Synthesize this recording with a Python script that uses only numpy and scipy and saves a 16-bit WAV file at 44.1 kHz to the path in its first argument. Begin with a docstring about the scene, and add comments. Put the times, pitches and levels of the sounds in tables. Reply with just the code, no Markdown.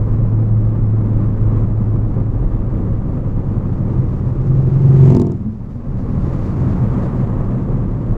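"""A twin-cylinder motorcycle booms ahead, then barks past a car window with falling pitch on a winding road.
Its exhaust is a sum of cycle-rate orders plus ringing blasts; noise makes its whoosh and escaping gas.
Inside the car, a firing tone drones in the cabin, and shaped noises make road rumble, tyre roar and rushing air.
A limiter turns the gain down at loud peaks, so the road noise sinks and then swells back."""
import sys
import numpy as np
from scipy import signal
from scipy.fft import rfft, irfft
from scipy.io import wavfile
from scipy.ndimage import uniform_filter1d, minimum_filter1d

SR = 44100
rng = np.random.default_rng(int(sys.argv[2]) if len(sys.argv) > 2 else 0)


def bounce(signal):
    """Save signal as a 16-bit WAV file at the path given by the first command-line argument."""
    frames = np.transpose(np.atleast_2d(signal))
    limited = np.clip(frames, -1, 1)
    pcm = np.round(limited * 32767).astype(np.int16)
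    wavfile.write(sys.argv[1], SR, pcm)


N = 360291
TIME = np.arange(N) / SR  # s

# path: closing speed m/s, least gap m, moment of meeting s
CLOSING, GAP, MEETING = 23, 1.5, 5.135
# moment of one firing s, lag of the second cylinder in cycles
FIRING, SECOND_CYLINDER = 5.1432, .415
SOUND_SPEED = 343  # m/s

# four-stroke cycle rate of the motorcycle: t/s, f/Hz
CYCLE_RATE = [(3.5, 20.2), (4.44, 20.62), (4.8, 20.95), (5, 21.12), (5.3, 21.05), (6.5, 21)]


def cycles_heard():
    """Doppler effect: a changing travel time lowers the cycle rate heard as the motorcycle passes."""
    rate_hz, = follow(CYCLE_RATE)
    cycles = np.cumsum(rate_hz) / SR
    cycles -= np.interp(FIRING, TIME, cycles)
    arrival = TIME + distance() / SOUND_SPEED
    return np.interp(TIME, arrival, cycles)


# exhaust boom heard from ahead: multiple of the cycle rate, relative level/dB
AHEAD_ORDERS = [(4, -20), (5, -13), (6, 0), (7, -12), (9, -29), (11, -23), (15, -22), (16, -28), (17, -21),
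                (20, -35)]
# exhaust boom heard from behind: multiple of the cycle rate, relative level/dB
BEHIND_ORDERS = [(5, -4.5), (6, -2), (7, -6), (9, -8.5), (10, -5.5), (11, -0.5), (12, -4), (14, -5),
                 (15, -15)]
# radiation of each boom: level/dB at the gap on the beam axis, power of the fall with distance, power of the beam
AHEAD_RADIATION = (-0.7, .68, .7)
BEHIND_RADIATION = (-8.5, 0.55, 1.8)


def motorcycle_boom(cycles, orders, gain, rough, fading_db):
    """Harmonic synthesis: uneven combustion roughens the exhaust orders and reflections fade each separately."""
    cycles = cycles + .002 * wander(rate_hz=15)
    tone = 0
    for order, db in orders:
        level = gain_of(db + fading_db * wander(rate_hz=4.2))
        tone = tone + level * np.cos(2 * np.pi * (order * cycles + rng.random()))
    combustion = 1 + rough * wander(rate_hz=25)
    return evened(tone) * combustion * gain


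# ring of pipes and cabin after each blast: f/Hz, width/Hz, relative level/dB
PIPE_MODES = [(139, 26, -3), (206, 45, 1), (238.2, 38, 2.5), (342, 37, -2.5), (392, 55, -6.5),
              (620, 130, -12.5), (683, 33, -19), (880, 33, -23.5), (1095, 110, -21)]
# radiation of the blasts: level/dB at the gap on the beam axis, power of the fall with distance, power of the beam
BARK_RADIATION = (9.7, 1.2, .75)
# this far behind, the car's own body screens the pipes: distance m, softness m, drop dB
SCREEN_M, SCREEN_EDGE_M, SCREEN_DB = 5, .5, -16


def motorcycle_bark(cycles, uneven_db=1.2, muffle_hz=1500, thump=1.0, thump_hz=210):
    """Impulse response: two unevenly spaced firings a cycle each set off a pressure thump and damped modes."""
    fired = 0
    for count in (cycles, cycles - SECOND_CYLINDER):
        whole = np.floor(count)
        fired = fired + np.diff(whole, prepend=whole[0])  # one impulse per completed cycle
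    screened_db = SCREEN_DB * beyond(past(), SCREEN_M, SCREEN_EDGE_M)
    blast_db = screened_db + uneven_db * rng.standard_normal(N)
    fired = fired * carried(BARK_RADIATION, backwards=True) * gain_of(blast_db)

    t = TIME[:SR // 10]
    ring = 0
    for k, (hz, width, db) in enumerate(PIPE_MODES):
        decay = np.exp(-np.pi * width * t)
        ring = ring + (-1) ** k * gain_of(db) * decay * np.sin(2 * np.pi * hz * t)
    ring = signal.sosfilt(signal.butter(2, muffle_hz, fs=SR, output="sos"), ring)
    u = np.pi * (thump_hz * t - 1)
    pressure = (2 * u ** 2 - 1) * np.exp(-u ** 2)
    blast = ring / abs(ring).max() + thump * pressure
    return signal.oaconvolve(fired, blast / abs(blast).max())[:N]


def cabin_echo(x, share=0.53, t60=0.18):
    """Reverberation: glass and trim return sparse reflections that fall by 60 dB in t60 seconds."""
    t = TIME[:SR // 5]
    struck = rng.random(len(t)) < 2000 / SR  # about 2000 reflections a second
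    taps = rng.standard_normal(len(t)) * struck * (t > .003) * gain_of(-60 * t / t60)
    return x + share * signal.oaconvolve(x, taps / np.linalg.norm(taps))[:N]


# spectrum of the escaping gas: f/Hz, relative level/dB per Hz
GAS_SPECTRUM = [(600, -11.5), (1300, 3), (2600, -5), (3700, 1.5), (4700, -1.5), (5700, 0.5), (6200, -3.5),
                (7000, 2.5), (8200, -6.5), (10000, -13.5), (15000, -22)]
# cracks of the closest blasts: t/s, level/dB, resonance f/Hz
GAS_CRACKS = [(5.102, -38.5, 6450), (5.123, -40, 2400), (5.1482, -32, 5960), (5.166, -32.5, 5070),
              (5.197, -28.5, 3850), (5.216, -28, 7000), (5.267, -39.5, 5600), (5.3182, -40.5, 5500)]


def motorcycle_cracks(rise_s=0.0013, whistle=0.95, width_hz=600):
    """Jet noise: millisecond puffs of turbulent gas, each exciting a brief resonance at its own pitch."""
    jet, out = noise(GAS_SPECTRUM), np.zeros(N)
    t = TIME[:SR // 20]
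    envelope = t / rise_s * np.exp(1 - t / rise_s)
    for s, db, hz in GAS_CRACKS:
        start = round(s * SR)
        span = slice(start, start + len(t))
        puff = jet[span] * envelope
        ringing = signal.lfilter(*signal.iirpeak(hz, hz / width_hz, SR), puff)
        out[span] += gain_of(db) * (puff + whistle * ringing)
    return out


# motorcycle's tyres, chain and wind: f/Hz, relative level/dB per Hz
WHOOSH_SPECTRUM = [(300, 10), (700, 12), (1150, 1), (1500, -4.5), (2400, -7.5), (3500, -16.5),
                   (5500, -20.5), (7200, -19.5), (10000, -35), (15000, -43.5)]


def motorcycle_whoosh(cycles, level_db=-27, falloff=1.2, rasp=0.18):
    """Amplitude modulation: running noise rasps once a crank turn and obeys a power law of distance."""
    throb = 1 + rasp * np.cos(4 * np.pi * cycles - 1)  # two crank turns a cycle
    return noise(WHOOSH_SPECTRUM) * throb * gain_of(level_db) * (GAP / distance()) ** falloff


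def past():
    """Uniform motion: metres the motorcycle has passed the car by, negative on approach."""
    return CLOSING * (TIME - MEETING)


def distance():
    """Right-angled geometry: metres between the motorcycle and the car."""
    return np.hypot(GAP, past())


# the bend hides the motorcycle beyond a sight line: a quick drop, then more with every metre
SIGHT_M, SIGHT_EDGE_M, HIDDEN_DB, HIDDEN_DB_PER_M = 17, 0.47, -6, -0.2985


def carried(radiation, backwards):
    """Directivity and spreading: gain by angle and distance, with the acoustic shadow of the bend."""
    level_db, spread, beam = radiation
    metres = distance()
    along = past() if backwards else -past()
    facing = .5 + .5 * along / metres  # 1 on the beam axis, 0 opposite
    hidden_m = np.maximum(metres - SIGHT_M, 0)
    shadow_db = HIDDEN_DB * beyond(metres, SIGHT_M, SIGHT_EDGE_M) + HIDDEN_DB_PER_M * hidden_m
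    return gain_of(level_db + shadow_db) * (GAP / metres) ** spread * facing ** beam


# the car's firing rate, sagging as the throttle eases: t/s, f/Hz
FIRING_RATE = [(0, 107.3), (.17, 109.7), (.7, 108), (1.6, 106.9), (2.3, 105.3), (2.9, 101), (3.4, 98.6),
               (4.25, 90.33), (4.8, 86.5)]
# the cabin booms when the firing rate is near its resonance
CABIN_HZ, CABIN_WIDTH_HZ, RESONANT_DB, OFF_RESONANCE_DB = 108.74, 3.5, -15.5, -26
# the drone dies away late in the bend: moment, softness, drop
FADE_S, FADE_EDGE_S, FADE_DB = 6.95, 0.11, -12.5


def car_engine(second_db=-21, third_db=-26, waver_db=1.5):
    """Forced resonance: the firing tone and faint overtones weaken as it slides off the cabin mode."""
    hz, = follow(FIRING_RATE)
    wavering_hz = hz * (1 + 0.0041 * wander(rate_hz=5.1))
    angle = 2 * np.pi * np.cumsum(wavering_hz) / SR
    tone = np.sin(angle) + gain_of(second_db) * np.sin(2 * angle) + gain_of(third_db) * np.sin(3 * angle)
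    resonant = gain_of(RESONANT_DB) / np.hypot(1, 2 * (hz - CABIN_HZ) / CABIN_WIDTH_HZ)
    boom = np.hypot(resonant, gain_of(OFF_RESONANCE_DB))
    fade = gain_of(FADE_DB * beyond(TIME, FADE_S, FADE_EDGE_S))
    return evened(tone) * boom * fade * gain_of(waver_db * wander(rate_hz=3.5))


# shaking body, drumming cabin, roaring tread: f/Hz, relative level/dB per Hz
SHAKE_SPECTRUM = [(4, -16), (10, -6), (18, -6), (25, -1), (31, 1), (42, -2), (55, -8), (80, -14),
                  (130, -35)]
DRUM_SPECTRUM = [(50, -24), (72, -3.5), (92, -3.5), (108, 4), (125, 4), (150, -0.5), (166, -7.5),
                 (186, 1.5), (212, -6.5), (245, -6), (285, -10), (340, -11), (430, -17), (520, -18),
                 (680, -29), (1000, -42.5)]
ROAR_SPECTRUM = [(300, -23.5), (520, -6.5), (650, -11.5), (760, -10.5), (850, -11), (1170, -11.5),
                 (1450, -21), (2000, -28), (3000, -40), (4000, -45.5), (5300, -52), (7000, -47.5),
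                 (9000, -57), (15000, -71)]
# stretches of coarse asphalt: t/s, length/s, extra level/dB
COARSE_STRETCHES = [(.11, 0.1, 2), (1.226, 0.2, 2.5), (1.564, .12, 4.5), (2.843, 0.16, 3),
                    (3.904, 0.091, 2), (6.68, 0.094, 2), (7.04, 0.15, 1.5)]
# levels on the straight
SHAKE_DB, DRUM_DB, ROAR_DB = -20, -20.5, -41.5
# entering the bend, the body shakes less and the loaded tyres boom
BEND_S, BEND_EDGE_S, BEND_SHAKE_DB, TYRE_BOOM_DB = 3.5, 0.2, -2.5, -24
# the tyres work harder through the curve, most at its apex
APEX_S, LOAD_RISE_S, LOAD_FALL_S, LOAD_DRUM_DB, LOAD_ROAR_DB = 6.95, 1.0, .7, 3, 7.5


def road(grain_db=1.0, drift_db=.5):
    """Random excitation: asphalt shakes the body, drums in the cabin and roars under the loaded tread."""
    bend = beyond(TIME, BEND_S, BEND_EDGE_S)
    load = np.exp(-np.maximum((APEX_S - TIME) / LOAD_RISE_S, (TIME - APEX_S) / LOAD_FALL_S))
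    # one surface reaches cabin and tread together
    surface_db = grain_db * wander(rate_hz=49) + drift_db * wander(rate_hz=5)
    for s, length, db in COARSE_STRETCHES:
        surface_db = surface_db + db * np.exp(-(2 * (TIME - s) / length) ** 2)
    shaking = noise(SHAKE_SPECTRUM) * gain_of(SHAKE_DB + BEND_SHAKE_DB * bend)
    booming = tyre_boom() * bend * gain_of(TYRE_BOOM_DB)
    drumming = noise(DRUM_SPECTRUM) * gain_of(DRUM_DB + LOAD_DRUM_DB * load + surface_db)
    roaring = noise(ROAR_SPECTRUM) * gain_of(ROAR_DB + LOAD_ROAR_DB * load + surface_db)
    return shaking + booming + drumming + roaring


# resonances of the loaded tyres: f/Hz, width/Hz, relative level/dB
LOADED_TYRE_MODES = [(123.3, 14, -0.5), (180.6, 6.6, -0.5)]


def tyre_boom():
    """Modal resonance: asphalt noise excites the low modes of tyres and suspension."""
    bumps = noise(DRUM_SPECTRUM)
    boom = 0
    for hz, width, db in LOADED_TYRE_MODES:
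        boom = boom + gain_of(db) * signal.lfilter(*signal.iirpeak(hz, hz / width, SR), bumps)
    return evened(boom)


# air rushing along the side of the car: t/s, level/dB
AIR_LEVEL = [(2.4, -69.5), (3.5, -66.5), (4.6, -58.5), (5.9, -57), (6.25, -56), (7.1, -57), (7.35, -67)]
# spectrum of that air: f/Hz, relative level/dB per Hz
AIR_SPECTRUM = [(300, -16), (900, 2), (1900, 5), (3000, -5.5), (4500, -4.5), (7000, -9.5), (8500, -18.5),
                (10500, -21.5), (15500, -24)]


def air(flutter_db=2.2):
    """Turbulence: broadband hiss along the side of the car, with a fluttering level."""
    level_db, = follow(AIR_LEVEL)
    return noise(AIR_SPECTRUM) * gain_of(level_db + flutter_db * wander(rate_hz=22))


def gain_of(db):
    """Decibel law: level to amplitude ratio."""
    return 10 ** (np.asarray(db) / 20)


def evened(x):
    """Normalisation: scales a signal to rms 1."""
    return x / np.sqrt(np.mean(x ** 2) + 1e-20)


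def follow(rows):
    """Linear interpolation: each column of a time curve, at every sample."""
    s, *columns = np.transpose(rows)
    return [np.interp(TIME, s, c) for c in columns]


def beyond(value, limit, edge):
    """Sigmoid: a soft step from 0 to 1 as the limit is crossed."""
    return .5 + .5 * np.tanh((value - limit) / edge / 2)


def noise(spectrum):
    """Spectral shaping: random noise of rms 1, falling away beyond the ends of its spectrum."""
    hz = np.fft.rfftfreq(N, 1 / SR) + 1e-3  # keeps the logarithm finite
    f, db = np.transpose(spectrum)
    ends = np.minimum(hz / f[0], 1) ** 2 * np.minimum(f[-1] / hz, 1) ** 2
    shape = gain_of(np.interp(np.log(hz), np.log(f), db))
    return evened(irfft(rfft(rng.standard_normal(N)) * ends * shape, N))


def wander(rate_hz):
    """Gaussian low-pass: smooth random motion of rms 1, its spectrum weighted by 1/e at the rate."""
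    hz = np.fft.rfftfreq(N, 1 / SR)
    return evened(irfft(rfft(rng.standard_normal(N)) * np.exp(-(hz / rate_hz) ** 2), N))


def scene():
    """Superposition: every source summed as it reaches the dashboard."""
    cycles = cycles_heard()
    ahead_gain = carried(AHEAD_RADIATION, backwards=False)
    behind_gain = carried(BEHIND_RADIATION, backwards=True)
    ahead = motorcycle_boom(cycles, AHEAD_ORDERS, ahead_gain, rough=.12, fading_db=.8)
    behind = motorcycle_boom(cycles, BEHIND_ORDERS, behind_gain, rough=0.38, fading_db=7.5)
    close_by = cabin_echo(motorcycle_bark(cycles)) + motorcycle_cracks() + motorcycle_whoosh(cycles)
    return (ahead + behind + close_by + car_engine() + road() + air())[None]


# the recorder's own hiss: f/Hz, relative level/dB per Hz
HISS_SPECTRUM = [(1000, 4), (7000, 4.5), (10000, -4), (15500, 1)]
EDGE_HZ = 15500  # upper band limit


def record(dry, ceiling_db=-0.23, hold_s=0.5, recovery_db=20, hiss_db=-78):
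    """Peak limiting: gain drops at each peak, holds, then recovers; hiss, clipping and band limit follow."""
    over_db = np.maximum(20 * np.log10(abs(dry[0]) + 1e-9) - ceiling_db, 0)
    half = int(hold_s * SR / 2)
    held_db = -minimum_filter1d(-over_db, 2 * half + 1, origin=half, mode="constant")
    fall = recovery_db * TIME  # recovery_db is per second
    recovering_db = np.maximum.accumulate(held_db + fall) - fall
    cut_db = uniform_filter1d(recovering_db, size=130, origin=-55)  # mostly looks ahead
    hiss = gain_of(hiss_db) * noise(HISS_SPECTRUM)
    limited = np.clip(dry * gain_of(-cut_db) + hiss, -1, 1)
    limited = limited * signal.windows.tukey(N, .0004)  # very short fades at both ends
    lowpass = signal.firwin(511, EDGE_HZ, window=("kaiser", 9), fs=SR)
    return signal.oaconvolve(limited, lowpass[None], "same")


dry = scene()
out = record(dry)
bounce(out)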